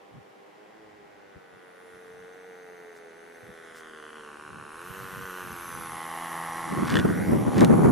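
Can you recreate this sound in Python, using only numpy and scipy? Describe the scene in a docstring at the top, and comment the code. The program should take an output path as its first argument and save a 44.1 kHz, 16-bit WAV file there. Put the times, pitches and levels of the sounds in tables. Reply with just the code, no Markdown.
"""Model airplane coming in to land

A model airplane with a throttled-back two-stroke glow engine glides in over a grass field and passes close by.
Each firing is a sharp exhaust pop doubled by its ground echo, and now and then one is weak. Sine multiples of
the crank speed drone below, filtered noise rasps, metal rings, and a blade whistles, swooping with every turn.
Struck modes make the wheels clatter on the concrete strip; shaped noise makes wind buffet the microphone."""
import sys
import numpy as np
from scipy import signal
from scipy.fft import rfft, irfft, next_fast_len
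from scipy.io import wavfile
from scipy.ndimage import uniform_filter1d, map_coordinates

SR = 44100
rng = np.random.default_rng(int(sys.argv[2]) if len(sys.argv) > 2 else 0)


def digitize_waveform(pressure):
    """Quantize a signal to 16-bit integers and store it at the path in sys.argv[1].

    Rows of a 2-D input are taken as channels; values are limited to [-1, 1].
    """
    field = np.atleast_2d(pressure).T
    bounded = np.clip(field, -1, 1)
    quanta = np.round(bounded * 32767).astype(np.int16)
    wavfile.write(sys.argv[1], SR, quanta)


N = 348831
T = np.arange(N) / SR


def from_db(db):
    """Decibels to gain."""
    return 10 ** (np.asarray(db) / 20)


def rms_one(x):
    """Scale to rms 1."""
    return x / np.sqrt(np.mean(x ** 2) + 1e-20)


def even(x, size=5000):
    """Hold the rms over a window of size samples at 1, both sides together."""
    power = np.atleast_2d(x ** 2).mean(axis=0)
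    return x / np.sqrt(uniform_filter1d(power, size=size) + 1e-12)


def in_time(rows):
    """Columns of a curve at every sample."""
    s, *columns = np.transpose(rows)
    return [np.interp(T, s, column) for column in columns]


def at_hz(points, hz):
    """Read a spectrum on a log-frequency axis."""
    f, value = np.transpose(points)
    return np.interp(np.log(np.maximum(hz, 1)), np.log(f), value)


def drift(rate):
    """Random curve of rms 1 through rate knots per second (400 at most)."""
    knots = rng.standard_normal(int(N / SR * 400) + 2)
    return rms_one(np.interp(T * rate, np.arange(len(knots)), knots))


def bell(s, half_s):
    """A bell-shaped bump in time, of height 1."""
    return np.exp(-.5 * ((T - s) / half_s) ** 2)


def swells(rows):
    """Bell-shaped swells of level."""
    return sum(from_db(db) * bell(s, half_s) for s, db, half_s in rows)


def ramp(start_s, rise_s):
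    """Rise from 0 to 1 and stay."""
    return np.clip((T - start_s) / rise_s, 0, 1)


def low_pass(x, order, hz):
    """Butterworth low-pass."""
    return signal.sosfilt(signal.butter(order, hz, fs=SR, output="sos"), x)


def colour(x, spectrum, octaves=0):
    """Causal (minimum-phase) filter with the given spectrum, shifted by some octaves."""
    size = 2 * next_fast_len(N // 2 + 4096)
    hz = np.arange(size // 2 + 1) * SR / size
    log_gain = np.log(from_db(at_hz(spectrum, hz / 2 ** octaves)))
    # folding the cepstrum onto positive time gives minimum phase
    cepstrum = irfft(log_gain)
    cepstrum[1:size // 2] *= 2
    cepstrum[size // 2 + 1:] = 0
    return irfft(rfft(x, size) * np.exp(rfft(cepstrum)))[..., :N]


def resonance(x, hz, width_hz):
    """Two-pole band-pass with a peak gain of about 1."""
    r = np.exp(-np.pi * width_hz / SR)
    zeros = np.array([1, 0, -1]) * (1 - r * r) / 2
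    poles = [1, -2 * r * np.cos(2 * np.pi * hz / SR), r * r]
    return signal.lfilter(zeros, poles, x + 1e-18)


def moving_resonance(x, hz, half_width_hz):
    """Band-pass whose centre follows a curve: shift down to 0 Hz, low-pass, shift back up."""
    carrier = np.exp(2j * np.pi * np.cumsum(hz) / SR)
    return np.real(carrier * low_pass(x / carrier, 2, half_width_hz))


def stereo_noise(spectrum, likeness, octaves=0):
    """Coloured noise of rms 1 whose two sides are alike by the given (Hz, coherence) table."""
    alike = np.clip(at_hz(likeness, np.arange(N // 2 + 1) * SR / N), -.95, .95)
    mid, side = rfft(rng.standard_normal((2, N)))
    pair = np.sqrt(1 + alike) * mid + np.sqrt(1 - alike) * side * [[1], [-1]]
    return rms_one(colour(irfft(pair, N), spectrum, octaves))


# Tone of the field's hush. Each row: frequency in Hz, level in dB.
HUSH_TONE = [(35, -66), (60, -32.5), (187, -2.5), (253, -5), (298, -1), (351, 2), (413, 4.5), (585, -0.5),
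             (792, 1), (931, -3), (2100, -10), (2700, -13.5), (3670, -20), (15500, -37)]
# Left-right likeness of the hush. Each row: frequency in Hz, coherence from -1 to 1.
HUSH_LIKENESS = [(100, 0.99), (400, -0.28), (1000, -0.27), (3000, 0.36), (12000, 0.031)]
# Two brief swishes. Each row: centre in seconds, level in dB, half length in seconds.
SWISHES = [(2.97, -63.5, 0.015), (3.778, -56, 0.022)]
HUSH_DB = -53


def field():
    """The hush of the open field is steady coloured noise; band-passed noise swells into two brief swishes."""
    swish = swells(SWISHES) * rms_one(resonance(rng.standard_normal(N), 4800, 6000))
    return from_db(HUSH_DB) * stereo_noise(HUSH_TONE, HUSH_LIKENESS) + swish


# Lone light puffs. Each row: centre in seconds, level in dB, half length in seconds.
PUFFS = [(.17, -47, 0.025), (1.37, -46, 0.0087), (1.55, -61, 0.018), (1.95, -61, 0.018), (2.18, -61, 0.048),
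         (3.44, -53, 0.01), (3.495, -49, 0.015), (4.54, -52, 0.033), (4.61, -57, 0.037), (4.91, -44, 0.009),
         (5.03, -48.5, 0.033), (5.135, -47, 0.014), (5.18, -44, 0.014), (5.225, -45.5, 0.023),
         (5.465, -48.5, 0.028), (5.525, -47, 0.019), (5.77, -52, 0.033), (5.94, -52, 0.027)]
# Tone of the light puffs. Each row: frequency in Hz, level in dB.
PUFF_TONE = [(10, -37), (25, -46), (60, -5), (110, 2), (180, 2.5), (300, -9), (600, -25), (2000, -73),
             (12000, -78)]
# Hard gusts on the microphone. Each row: centre in seconds, level in dB, half length in seconds.
GUSTS = [(6.73, -32, .01), (6.79, -30, .012), (6.829, -20.5, .004), (6.93, -26, .01), (6.958, -21, .009),
         (6.99, -24, .016), (7.054, -17.5, .006), (7.10, -27, .018), (7.2, -35, .03), (7.29, -23.5, .012),
         (7.33, -20, .011), (7.365, -23, .013), (7.405, -28, .018), (7.48, -22.5, .011),
         (7.575, -21.5, .016), (7.626, -12.5, .017), (7.67, -25, .015), (7.708, -13, .011),
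         (7.742, -18, .016), (7.80, -21, .03), (7.878, -15.5, .03)]
# Tone of breeze and gusts. Each row: frequency in Hz, level in dB.
GUST_TONE = [(10, -55.5), (25, -43), (60, -19.5), (110, -6.5), (185, 0.5), (245, -3.5), (315, -4),
             (500, -16.5), (900, -23), (1800, -37), (2800, -61), (8000, -53), (16000, -76)]
# Left-right likeness of breeze and gusts. Each row: frequency in Hz, coherence from -1 to 1.
GUST_LIKENESS = [(40, 0.88), (100, 0.53), (300, -0.46), (900, -0.31), (3000, 0.59)]
BREEZE_S, BREEZE_RISE_S, BREEZE_DB = 6.63, .2, -29.8
# hard gusts sound higher: the shift, and the force that brings half of it
GUST_RISE_OCTAVES, GUST_HARD_DB = 0.29, -16.5
# faint stirring of the air: level at the start, growth, random spread
STIR_DB, STIR_DB_PER_S, STIR_SPREAD_DB = -79, 2.5, 7


def wind():
    """Lumpy turbulence on the microphone ports: light puffs, then a breeze with hard, higher-pitched gusts."""
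    force = from_db(BREEZE_DB) * ramp(BREEZE_S, BREEZE_RISE_S) + swells(GUSTS)
    force = force * from_db(1.0 * drift(60))
    hard = force ** 2 / (force ** 2 + from_db(GUST_HARD_DB) ** 2)
    low, high = (stereo_noise(GUST_TONE, GUST_LIKENESS, shift) for shift in (0, GUST_RISE_OCTAVES))
    gusts = force * even((1 - hard) * low + hard * high, size=700)

    stir = from_db(STIR_DB + STIR_DB_PER_S * T + STIR_SPREAD_DB * drift(3.6))
    light = even(stereo_noise(PUFF_TONE, [(50, 0.87), (300, 0.052)]), size=1500)
    return gusts + (swells(PUFFS) + stir) * light


# Tyre scuffs. Each row: centre in seconds, level in dB, half length in seconds.
SCUFFS = [(6.9, -39.5, 0.023), (6.968, -41, 0.037), (7.567, -43, 0.036), (7.615, -38, 0.023)]
# Pitch of the tyres' grit. Each row: centre in Hz, width in Hz, gain in dB.
GRIT = [(1770, 530, 13.5), (3300, 810, -7)]
GRIT_PER_S, GRIT_SPREAD_DB = 1000, 3.5


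def scuff():
    """Tyres scrub over grit as they touch: uneven small ticks through two resonances."""
    size_db = GRIT_SPREAD_DB * np.minimum(rng.exponential(1, N), 4)
    ticks = (rng.random(N) < GRIT_PER_S / SR) * rng.choice([-1, 1], N) * from_db(size_db)
    grit = sum(from_db(db) * resonance(ticks, hz, width) for hz, width, db in GRIT)
    return swells(SCUFFS) * rms_one(grit)


# Wheels and wire legs knocking.
# Each row: start in seconds, strength in dB, extra ring of the modes below 4 kHz in dB.
KNOCKS = [(6.852, -35, 6.5), (6.8775, -29, -2), (6.8965, -30, 6), (6.902, -24, 4), (6.9225, -30, 9),
          (6.941, -29, 11), (6.9555, -27, 14), (6.964, -36, 13), (6.969, -25, 17), (6.974, -37, 11),
          (6.989, -28, 12), (6.9955, -30, 8), (6.9975, -29, 12), (7.081, -38, 6), (7.5817, -25, 0),
          (7.608, -18.5, -2), (7.6471, -16.5, -5)]
# Modes of the undercarriage. Each row: frequency in Hz, level in dB, 60 dB decay time in seconds.
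GEAR_MODES = [(940, -19, 0.018), (1625, -7, 0.016), (1840, -12.5, 0.031), (2980, -9.5, 0.0095),
              (3420, -16, 0.021), (4020, -7, 0.0044), (6300, 5, 0.00065)]


def wheels(click_db=5, crack_db=-8, click_top_hz=9000):
    """Each touch is a sharp click and a dry crack that set the undercarriage ringing."""
    s, db, ring_db = np.transpose(KNOCKS)
    at = (s * SR).astype(int)
    ringing = np.zeros(N)
    for hz, mode_db, t60 in GEAR_MODES:
        strike_db = db + mode_db + ring_db * (hz < 4000) + rng.normal(0, 1, len(at))
        strikes = np.zeros(N)
        strikes[at] = from_db(strike_db) * rng.choice([-1, 1], len(at))
        r, w = from_db(-60 / (t60 * SR)), 2 * np.pi * hz / SR
        ringing += signal.lfilter([0, np.sin(w)], [1, -2 * r * np.cos(w), r * r], strikes + 1e-18)
    blows = np.zeros(N)
    blows[at] = from_db(db)
    # the crack is noise dying away with a time constant of 4.6 ms
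    decay = signal.lfilter([1], [1, -np.exp(-1 / (0.0046 * SR))], blows + 1e-18)
    crack = resonance(decay * rng.standard_normal(N), 2000, 3700)
    click = resonance(blows, 9600, 5300)
    return ringing + low_pass(from_db(crack_db) * crack + from_db(click_db) * click, 6, click_top_hz)


# the pass: moment of closest approach, distance then, speed over the ground
PASS_S, PASS_DISTANCE_M, FLIGHT_M_PER_S = 6.2, 6.9, 13
SOUND_M_PER_S = 343


def bearing():
    """Cosine of the angle the plane is seen from: 1 nose-on, 0 side-on, -1 tail-on."""
    ahead_m = FLIGHT_M_PER_S * (PASS_S - T)
    return ahead_m / np.hypot(ahead_m, PASS_DISTANCE_M)


def over_ground(x, lag_ms, share, grass_hz=11000):
    """Direct sound plus a dulled echo off the ground: a comb that moves with the echo's lag."""
    echo = low_pass(x, 1, grass_hz)
    late_echo = map_coordinates(echo, [(T - lag_ms / 1000) * SR], order=3)
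    return x + np.minimum(share, 1) * late_echo


# Low drone of muffler and propeller at the reference exhaust level. Each row: frequency in Hz, level in dB.
DRONE_TONE = [(150, -77.5), (185, -62.5), (245, -65), (280, -68.5), (325, -64.5), (350, -61.5),
              (380, -62.5), (420, -62), (440, -59), (458, -61), (478, -58.5), (500, -56.5), (550, -115)]
# How far the drone follows the exhaust's swing in dB. Each row: frequency in Hz, share of the swing.
DRONE_FOLLOWS = [(165, 1.68), (185, 1.04), (250, 0.94), (300, 0.61), (345, 1.15), (400, 0.0052),
                 (455, 0.11), (520, 0.96)]
# Single drone tones swell or fade for a while.
# Each row: centre in seconds, rise in dB, half length in seconds, multiple of the crank speed.
TONE_SWELLS = [(.78, 15, 0.3, 3), (.7, -5, .5, 5), (2.3, 9.5, 0.55, 5), (4.02, 9, 0.055, 6),
               (4.2, 10, 0.055, 6), (4.5, -7, .15, 6), (3.1, 3, .3, 5), (5.1, 5.5, 0.25, 5),
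               (5.2, 6, .35, 4), (6.35, -7, .4, 5), (6.2, -6, .5, 6), (6.9, 4, 0.32, 2)]
DRONE_REFERENCE_DB = -46.4


def drone(turns, speed, exhaust_db, waver_db=1.5):
    """Multiples 2 to 6 of the crank speed swell across the muffler's resonances and waver in the moving air."""
    out = 0
    for order in range(2, 7):
        hz = order * speed
        db = at_hz(DRONE_TONE, hz) + at_hz(DRONE_FOLLOWS, hz) * (exhaust_db - DRONE_REFERENCE_DB)
        db = db + waver_db * drift(18)
        db = db + sum(rise_db * bell(s, half_s) for s, rise_db, half_s, which in TONE_SWELLS
                      if round(which) == order)
        out = out + from_db(db) * np.sqrt(2) * np.sin(2 * np.pi * (order * turns + rng.random()))
    return out


# Tone of the intake and propeller rasp. Each row: frequency in Hz, level in dB.
RASP_TONE = [(300, 6), (1800, 18), (2400, 8.5), (3300, 7.5), (4500, 0), (7000, 0), (9000, 2), (10500, 6.5),
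             (12100, -13.5), (13200, -11), (16000, -29)]


def rasp(turns, rasp_db, lag_ms, echo_share):
    """Intake and propeller rasp: coloured noise pulsing slightly once a turn, combed by its ground echo."""
    hiss = stereo_noise(RASP_TONE, [(2000, 1.0), (6000, 1.0), (11000, 0.77)])
    hiss = hiss * (1 + 0.037 * np.cos(2 * np.pi * turns))
    combed = np.array([over_ground(side, lag_ms, echo_share, grass_hz=18700) for side in hiss])
    return from_db(rasp_db) * even(combed)


# The metal ring swells now and then. Each row: centre in seconds, level in dB, half length in seconds.
RING_SWELLS = [(2.3, -80, 0.33), (3.1, -75.5, 0.54), (5.55, -58.5, 0.23)]
# pitch before Doppler shift, level against the rasp, its rise tail-on
RING_HZ, RING_DB, RING_BEHIND_DB = 5950, -18.5, 7


def metal_ring(rasp_db, behind, doppler):
    """The engine's metal rings: a sine with fluttering level and pitch, shifted by the Doppler effect."""
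    gain = from_db(rasp_db + RING_DB + RING_BEHIND_DB * behind) + swells(RING_SWELLS)
    hz = RING_HZ * doppler + 40 * drift(200)
    return gain * drift(170) * np.sin(2 * np.pi * np.cumsum(hz) / SR)


# Whistle of a propeller blade. Each row: time in seconds, centre pitch in Hz, level in dB.
WHISTLE = [(1.2, 11000, -88), (1.9, 10900, -73), (2.3, 11500, -83), (2.8, 12100, -78), (3.1, 11500, -85),
           (3.4, 11450, -72), (3.8, 10600, -75), (4.3, 10300, -75), (4.65, 10400, -66), (4.78, 10750, -59),
           (4.95, 12300, -55), (5.2, 12550, -55), (5.45, 11900, -53), (5.78, 11050, -47),
           (6.03, 10800, -50), (6.3, 11100, -48), (6.7, 10700, -51), (7.0, 10800, -54),
           (7.28, 11000, -50.5), (7.5, 10600, -54), (7.7, 10550, -52), (7.91, 10700, -49)]
# The circling blade swings the pitch and beams it once a turn.
# Each row: time in seconds, pitch swing in Hz, beam's place in turns, beam depth in dB.
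BLADE = [(1.5, 250, .2, 3), (4.7, 400, .1, 3), (5.1, 850, 0, 3), (5.75, 750, -.12, 4), (6.25, 950, -.14, 3),
         (6.7, 1000, -.12, 3), (7.1, 1100, .45, 2.5), (7.4, 900, .38, 6), (7.8, 700, .36, 8)]
# Faint narrow treble bands early in the approach, where the ground echo reinforces the hiss.
# Each row: centre in seconds, level in dB, half length in seconds, pitch ratio to the whistle.
FAR_BANDS = [(1.9, -78, 0.24, 0.825), (1.9, -85.5, 0.15, 1.115)]
WHISTLE_FLUTTER_DB, WHISTLE_AIR_SHARE = 2.2, .55


def whistle(turns, wander_hz=170, fray_hz=1000, port_lag_ms=0.0022, airy_width_hz=650, airy_below_hz=200):
    """A propeller blade squeals: pitch swings as it circles, loudest where it points at the listener."""
    centre_hz, level_db = in_time(WHISTLE)
    swing_hz, beam_turns, beam_db = in_time(BLADE)
    hz = centre_hz + swing_hz * np.sin(2 * np.pi * turns) + wander_hz * drift(300)
    # turbulence frays the tone
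    phase = 2 * np.pi * np.cumsum(hz + fray_hz * rng.standard_normal(N)) / SR
    flutter_db = WHISTLE_FLUTTER_DB * drift(400)
    beam = np.sqrt(2) * even(from_db(flutter_db + beam_db * np.cos(2 * np.pi * (turns - beam_turns))))
    # the far bands borrow the whistle's frayed phase
    far_bands = sum(from_db(db) * bell(s, half_s) * np.sin(ratio * phase) for s, db, half_s, ratio in FAR_BANDS)
    squeal = np.sqrt(1 - WHISTLE_AIR_SHARE ** 2) * from_db(level_db) * np.sin(phase)
    tone = beam * (squeal + far_bands)
    # so short a wave reaches the two microphone ports out of step
    bins_hz = np.arange(N // 2 + 1) * SR / N
    late = irfft(rfft(tone) * np.exp(-2j * np.pi * bins_hz * port_lag_ms / 1000), N)
    # an airy band of hiss surrounds the squeal
    flicker = low_pass(rng.standard_normal((2, N)), 2, airy_width_hz)
    band = rms_one(flicker * np.sin(2 * np.pi * np.cumsum(centre_hz - airy_below_hz) / SR))
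    airy = from_db(level_db) * band
    return (np.array([tone, late]) + WHISTLE_AIR_SHARE * airy) * from_db([[-.7], [.7]])


# Weak firings of the throttled engine. Each entry: time in seconds.
MISFIRES = [1.725, 3.336, 3.397, 3.735, 3.922, 4.012, 4.118, 4.222, 4.38, 4.518, 4.573, 5.203, 5.80, 5.886]
MISFIRE_DB = -10  # against a full firing


def firings(turns, uneven_db, jitter_s):
    """One click per turn of the crank, uneven in strength and timing; misfires are weak."""
    when = np.interp(np.arange(1, int(turns[-1])), turns, T)
    chance = rng.standard_normal((len(when), 2))
    db = uneven_db * chance[:, 1]
    db[[np.argmin(np.abs(when - s)) for s in MISFIRES]] += MISFIRE_DB
    at = ((when + jitter_s * chance[:, 0]) * SR).astype(int)
    clicks = np.zeros(N)
    clicks[np.clip(at, 0, N - 1)] = from_db(db)
    return rms_one(clicks)


# Tone of an exhaust pop. Each row: frequency in Hz, level in dB.
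POP_TONE = [(80, -40), (300, 3), (500, 8.5), (620, 5.5), (800, -2), (1100, 13.5), (1550, 1), (1950, 3),
            (2230, -8), (2480, -18), (3200, -54), (4200, -19), (7000, -18), (15000, -65)]
# Muffler and airframe ring on after each pop. Each row: centre in Hz, width in Hz, gain in dB.
BODY = [(801.4, 55, 17.5), (1060, 75, -14), (1501, 133, 8), (2195, 590, 0.5)]
# a weaker second puff in every turn; the gas rushes hardest just after each pop
AFTERPUFF_TURNS, AFTERPUFF_DB, GAS_DECAY_TURNS = 0.38, -13, .35
BARK_HALF_WIDTH_HZ = 325


def exhaust(turns, lag_ms, gas_db, bark_db, bark_hz, echo_share):
    """Pops, afterpuffs and churning gas, rung through the body and doubled by the ground."""
    gas = rms_one(rng.standard_normal(N) * (.5 + np.exp(-(turns % 1) / GAS_DECAY_TURNS)))
    clicks = firings(turns, uneven_db=.6, jitter_s=.00002)
    afterpuffs = firings(turns - AFTERPUFF_TURNS, uneven_db=2, jitter_s=.00005)
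    blast = clicks + from_db(AFTERPUFF_DB) * afterpuffs + from_db(gas_db) * gas
    blast = blast + sum(from_db(db) * resonance(blast, hz, width) for hz, width, db in BODY)
    # the muffler's upper resonance barks only towards some directions
    bark = moving_resonance(blast, bark_hz, BARK_HALF_WIDTH_HZ)
    pops = colour(blast, POP_TONE) + from_db(bark_db) * bark
    return even(over_ground(pops, lag_ms, echo_share), size=9000)


# Crank speed as heard. Each row: time in seconds, firings per second.
SPEED = [(0.0, 99.5), (0.44, 98.3), (0.78, 109.6), (1.0, 102.2), (1.21, 100.4), (1.54, 91.4), (2.14, 89.2),
         (2.4, 92.1), (2.88, 86.5), (3.12, 82.0), (3.25, 84.3), (3.74, 81.5), (4.01, 76.5), (4.18, 76.7),
         (4.3, 73.3), (4.42, 75.0), (4.68, 74.1), (4.92, 94.6), (5.2, 94.8), (5.8, 82.7), (6.13, 82.3),
         (6.24, 84.4), (6.52, 82.7), (6.67, 83.9), (7.15, 81.0), (7.29, 81.6), (7.4, 77.6), (7.55, 72.0),
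         (7.7, 72.3), (7.8, 75.0), (7.91, 77.0)]
# Loudness of the exhaust. Each row: time in seconds, level in dB.
EXHAUST_LEVEL = [(0, -60), (.4, -62.5), (.75, -58.5), (1.25, -59.5), (2.0, -55), (2.7, -52.5),
                 (3.25, -54.5), (3.95, -48.5), (4.7, -46), (5.38, -40.5), (5.58, -43), (6.25, -36.5),
                 (6.8, -35), (7.35, -39), (7.91, -31.5)]
# Loudness of the rasp. Each row: time in seconds, level in dB.
RASP_LEVEL = [(0, -92), (1.2, -106), (1.9, -63), (3.1, -64), (3.7, -55.5), (4.65, -54.5), (4.9, -47),
              (5.5, -46), (6.8, -42.5), (7.91, -51.5)]
# Lag of the intake's echo off the ground. Each row: time in seconds, lag in ms.
ECHO_LAG = [(0, .34), (1.1, .42), (1.35, .54), (1.75, .555), (2.7, .475), (3.4, .49), (3.8, .59),
            (4.3, .72), (4.75, .75), (5.25, .69), (5.8, .83), (6.1, 1.02), (6.7, 1.02), (7.05, .68),
            (7.16, .53), (7.3, .39), (7.5, .29), (7.91, .29)]
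# Churning gas against the pops, roughest as the plane comes close. Each row: time in seconds, level in dB.
GAS_LEVEL = [(0, -12), (3.3, -14), (4.2, -13.5), (5.0, -11.5), (5.8, -11), (6.2, -3), (6.7, -2.5),
             (7.2, -3), (7.91, -4)]
# The muffler's bark flares up and shifts. Each row: time in seconds, rise in dB, pitch in Hz.
BARK_FLARE = [(3.0, 4, 3450), (3.55, 7, 3300), (3.95, 10, 3180), (4.24, 11, 3130), (4.3, 6, 2840),
              (5.5, 6, 2880), (5.85, 2, 3300), (6.2, 7, 3070)]
BARK_DB, BARK_BEHIND_LOSS_DB = -6.5, 25
# uneven crank: spread of its angle (turns), changes per s, angle at the start (turns)
CRANK_WAVER, CRANK_WAVER_PER_S, CRANK_START = .012, 18, .12
# exhaust echo: strength, loss side-on; the muffler sits lower than the intake, so its echo comes sooner
POP_ECHO_SHARE, POP_ECHO_ABEAM_LOSS, MUFFLER_LEAD_MS = 1, 0.073, 0.019
# treble echo: strength side-on, gain at a grazing angle, spread over patchy ground
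ECHO_SHARE, ECHO_GRAZING_SHARE, ECHO_PATCHY_DB = .09, .42, 3


def engine():
    """Exhaust, drone, rasp, metal ring and whistle, driven by the crank and the angle of the pass."""
    speed, = in_time(SPEED)
    exhaust_db, = in_time(EXHAUST_LEVEL)
    rasp_db, = in_time(RASP_LEVEL)
    lag_ms, = in_time(ECHO_LAG)
    gas_db, = in_time(GAS_LEVEL)
    flare_db, bark_hz = in_time(BARK_FLARE)
    turns = CRANK_START + np.cumsum(speed) / SR + CRANK_WAVER * drift(CRANK_WAVER_PER_S)
    facing = bearing()
    abeam, behind = 1 - facing ** 2, np.maximum(-facing, 0)
    doppler = 1 / (1 - facing * FLIGHT_M_PER_S / SOUND_M_PER_S)

    bark_db = BARK_DB - BARK_BEHIND_LOSS_DB * behind + flare_db
    pop_share = POP_ECHO_SHARE - POP_ECHO_ABEAM_LOSS * abeam
    pops = exhaust(turns, lag_ms - MUFFLER_LEAD_MS, gas_db, bark_db, bark_hz, pop_share)
    pops = from_db(exhaust_db) * pops

    share = (ECHO_SHARE + ECHO_GRAZING_SHARE * facing ** 8) * from_db(ECHO_PATCHY_DB * drift(9))
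    treble = rasp(turns, rasp_db, lag_ms, share)
    ring = metal_ring(rasp_db, behind, doppler)
    squeal = np.array([over_ground(side, lag_ms, share, grass_hz=19400) for side in whistle(turns)])
    squeal = squeal / np.hypot(1, share)  # offsets the power that the echo adds
    return (pops + drone(turns, speed, exhaust_db) + treble + ring + squeal) * from_db([[-.4], [.4]])


def scene():
    """Field, wind, wheels and plane."""
    return field() + wind() + scuff() + wheels() + engine()


def record(dry):
    """The top is cut steeply above 15.5 kHz."""
    return signal.sosfilt(signal.ellip(10, .1, 80, 15500, fs=SR, output="sos"), dry)


dry = scene()
out = record(dry)
digitize_waveform(out)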